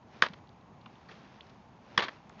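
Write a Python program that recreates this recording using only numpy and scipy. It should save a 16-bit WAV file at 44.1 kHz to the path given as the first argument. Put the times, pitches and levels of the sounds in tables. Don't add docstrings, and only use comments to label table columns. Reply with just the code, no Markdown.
import sys
import numpy as np
from scipy import signal
from scipy.fft import rfft, irfft
from scipy.io import wavfile
from scipy.ndimage import uniform_filter1d

SR = 44100
rng = np.random.default_rng(int(sys.argv[2]) if len(sys.argv) > 2 else 0)


def wav_out(sig):
    wavfile.write(sys.argv[1], SR, np.round(np.clip(np.atleast_2d(sig).T, -1, 1) * 32767).astype(np.int16))


N = 105840
TIME, HZ = np.arange(N) / SR, np.fft.rfftfreq(4096, 1 / SR)

# f/Hz, relative level/dB
RUMBLE_SPECTRUM = [(20, -26.5), (45, -15.5), (75, -3.5), (135, 2), (230, 1.5), (320, -7), (550, -10.5),
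                   (850, -4.5), (1100, -9), (1500, -20.5), (2500, -25.5), (4000, -33.5), (5700, -37),
                   (6400, -33), (7200, -35), (8200, -43.5)]
# t/s, level/dB
SLEEVE_LEVELS = [(0, -71.5), (0.07, -69.5), (0.14, -58), (0.3, -59), (0.42, -68.5), (0.72, -70.5),
                 (0.92, -64), (1.08, -63), (1.09, -54.5), (1.123, -51), (1.135, -57), (1.25, -60.5),
                 (1.42, -61), (1.6, -67), (1.78, -69), (1.93, -57.5), (2.14, -56.5), (2.21, -66),
                 (2.32, -65.5), (2.375, -63), (2.4, -54.5)]
# f/Hz, relative level/dB
SLEEVE_SPECTRUM = [(80, -15.5), (400, 2), (1000, -2), (1700, -3.5), (2600, -7), (4200, -13), (5600, -17),
                   (6800, -25), (7800, -29.5)]
# t/s, start f/Hz, rise/(Hz per s), level/dB, length/s
BUBBLES = [(1.4064, 1910, 301000, -44.5, 0.0019), (1.4079, 2690, 400000, -39, 0.0027),
           (1.4095, 3700, 400000, -50.5, 0.0024), (1.4113, 3230, 150000, -50, 0.0032)]
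# t/s, level/dB, centre f/Hz, half-width/octaves,
# length/s
CHIP_TICKS = [(0.472, -65.5, 3520, .4, 0.0045), (0.492, -56.5, 3710, 0.35, 0.0013),
              (0.61, -70, 3500, .4, .005), (0.813, -66, 3320, 0.63, 0.0071),
              (0.8590, -52, 2820, 0.51, 0.0057), (0.8600, -49.5, 1044, 0.44, 0.0097),
              (0.955, -60, 3080, 0.41, 0.0028), (1.0873, -61, 4330, 0.18, 0.0076),
              (1.0894, -52.5, 1630, 0.26, 0.0078), (1.1130, -55, 2460, 0.48, 0.0071),
              (1.4670, -66, 4600, .4, 0.0046), (1.4950, -64, 2940, 0.77, 0.0096),
              (2.295, -55.5, 5470, 0.99, .002), (2.2977, -49.5, 970, .9, 0.0035)]
# t/s, length/s, level/dB, change over the burst/dB, tilt/(dB per octave), shard f/Hz
ICE_CRACKS = [(0.2213, .0035, -24, 2.5, 5.5, 6300), (1.9765, .005, -22, -2, -0.5, 5320)]
# f/Hz, relative level/dB
CRACK_SPECTRUM = [(60, -8), (200, 0), (500, -12.5), (900, -4), (1500, -4.5), (3500, 2), (5200, -9.5),
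                  (6000, -16), (6900, -23), (8000, -23.5)]
# t/s, length/s, level/dB, change over the burst/dB, tilt/(dB per octave)
TIP_CRUNCHES = [(0.2236, 0.0092, -30, 2, 3), (0.235, 0.0065, -26, -4.5, 0), (0.242, 0.022, -38.5, -7, 0.5),
                (0.2634, 0.0072, -34.5, -10, 0), (0.269, .014, -49, -12, -2.5),
                (0.2857, .006, -49.5, -21, 4), (0.334, 0.009, -49.5, -11, 1.5), (1.981, .019, -27.5, 0, -1),
                (2.0031, 0.0082, -31, -6, 0), (2.0083, 0.017, -36.5, 2, -1.5), (2.022, .009, -31, 5, 1),
                (2.032, 0.0081, -32.5, 2, -0.5), (2.0398, 0.014, -38.5, -6, 2),
                (2.055, .030, -45.5, -9, -2), (2.0834, 0.011, -37, -10, -1)]
# f/Hz, relative level/dB
CRUNCH_SPECTRUM = [(50, -23), (150, -15.5), (280, -7.5), (480, -3.5), (680, -3.5), (920, 0), (1150, 1.5),
                   (1400, -3), (1750, 1), (2200, -4.5), (2700, -7.5), (3400, -6), (4600, -13),
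                   (5800, -23.5), (6800, -30), (8000, -35)]
# t/s, f/Hz, level/dB, t60/s
FLEX_THUDS = [(0.230, 481, -30, .055), (0.301, 180, -29.5, 0.031), (1.988, 490, -30, .04),
              (2.045, 355, -37, .06)]
# base f/Hz, square-hit level/dB, glancing level/dB, t60/s
STICK_ICE_MODES = [(197, -23.5, -23.5, .024), (463, -18.5, -45, 0.03), (814, -31, -7, 0.024),
                   (1130, -7.5, -4, 0.021), (1568, 2, -2, .009), (1906, -0.5, -1, 0.013),
                   (2522, -9, -12, .013), (3200, -20.5, -15, 0.0088), (3676, -12.5, -11, .012),
                   (4930, -17.5, -14, 0.01)]
# t/s, level/dB, pitch factor, time until the ice gives/s, rebound/dB, glancing 0-1
JABS = [(0.223, -6.5, 0.96, .0029, -14, 0), (1.9773, -13, 1, .00135, -2.5, 0.68),
        (2.0835, -35, 0.95, .0038, -4, 0.8)]
# f/Hz, relative level/dB
MIC_RESPONSE = [(6700, 1), (7200, -8), (7900, -16), (8800, -24)]


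def amp(db):
    return 10 ** (np.asarray(db) / 20)


def unit_rms(x):
    return x / np.sqrt(np.mean(x ** 2) + 1e-20)


def add(mix, start, sound):
    part = mix[round(start * SR):][:len(sound)]
    part += sound[:len(part)]


def colour(points, tilt=0):
    hz, db = np.transpose(points)
    octave = np.log2(HZ + 10)
    return np.interp(octave, np.log2(hz), db) + tilt * octave


def shaped(x, db):
    gain = amp(np.maximum(db - db.max(), -90))
    cepstrum = irfft(np.log(gain))
    half = len(cepstrum) // 2
    cepstrum[1:half] *= 2
    cepstrum[half + 1:] = 0
    impulse = irfft(np.exp(rfft(cepstrum)))[:half]
    return signal.fftconvolve(x, impulse)


def noise(points):
    return unit_rms(shaped(rng.standard_normal(N), colour(points))[:N])


def waver(samples):
    return unit_rms(uniform_filter1d(rng.standard_normal(N), size=samples))


def fractures(length, db, change_db, spectrum, clicks_per_s=8000, spread_db=2):
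    n = max(round(length * SR), 8)
    chance, size, sign = rng.random((4096, 3))[:n].T
    strength = amp(-spread_db * np.log(np.maximum(size, .05)))
    clicks = (chance < clicks_per_s / SR) * np.sign(sign - .5) * strength
    clicks[0] = 1
    burst = shaped(clicks * amp(change_db * np.linspace(0, 1, len(clicks))), spectrum)
    return amp(db) * np.sqrt(n) * burst / np.linalg.norm(burst)


def distant_rumble(level_db=-56.5, waver_db=0.5):
    return amp(level_db + waver_db * waver(5000)) * noise(RUMBLE_SPECTRUM)


def pond_scatter(near, level_db=-19, t60=0.16):
    t = TIME[:SR // 2]
    tail = rng.standard_normal(len(t)) * amp(-60 * t / t60)
    return amp(level_db) * signal.fftconvolve(near, tail / np.linalg.norm(tail))[:N]


def sleeve(grain_db=1.5):
    grain = amp(grain_db * waver(130))
    movement = amp(np.interp(TIME, *np.transpose(SLEEVE_LEVELS)))
    return movement * unit_rms(noise(SLEEVE_SPECTRUM) * grain)


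def drip():
    out = np.zeros(N)
    for start, hz, rise, db, length in BUBBLES:
        t = np.arange(0, length, 1 / SR)
        swell = np.sin(np.pi * t / length) ** 2
        add(out, start, amp(db) * swell * np.sin(2 * np.pi * (hz + rise * t / 2) * t))
    return out


def loose_chips(fade_db=-7):
    out = np.zeros(N)
    for start, db, hz, width, length in CHIP_TICKS:
        octaves_off = np.log2((HZ + 10) / hz)
        band = -20 * np.log10(1 + (octaves_off / width) ** 4)
        add(out, start, fractures(length, db, fade_db, band))
    return out


def breaking_ice(shard_db=11, shard_width_hz=210):
    out = np.zeros(N)
    for start, length, db, change_db, tilt, hz in ICE_CRACKS:
        shards = shard_db * np.exp(-((HZ - hz) / shard_width_hz) ** 2)
        add(out, start, fractures(length, db, change_db, colour(CRACK_SPECTRUM, tilt) + shards))
    for start, length, db, change_db, tilt in TIP_CRUNCHES:
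        add(out, start, fractures(length, db, change_db, colour(CRUNCH_SPECTRUM, tilt)))
    return out


def stick_knocks(thud_rise_s=0.0067):
    out, t = np.zeros(N), TIME[:SR // 8]
    for start, db, pitch, give_s, rebound_db, glancing in JABS:
        ring = np.zeros(len(t))
        for k, (hz, square_db, glance_db, t60) in enumerate(STICK_ICE_MODES):
            mode_db = db + square_db + glancing * (glance_db - square_db)
            ring += (-1) ** k * amp(mode_db - 60 * t / t60) * np.sin(2 * np.pi * hz * pitch * t)
        add(out, start, ring)
        add(out, start + give_s, -amp(rebound_db) * ring)
    for start, hz, db, t60 in FLEX_THUDS:
        envelope = np.minimum(t / thud_rise_s, 1) * amp(db - 60 * t / t60)
        add(out, start, envelope * np.sin(2 * np.pi * hz * t))
    return out


def scene():
    near = stick_knocks() + breaking_ice() + loose_chips() + drip()
    return (near + pond_scatter(near) + sleeve() + distant_rumble())[None]


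def record(dry):
    heard = shaped(dry[0], colour(MIC_RESPONSE))[:N]
    edge_hz = 8200
    lowpass = signal.firwin(255, edge_hz, window=("kaiser", 9), fs=SR)
    return signal.oaconvolve(heard, lowpass, "same")[None]


dry = scene()
out = record(dry)
wav_out(out)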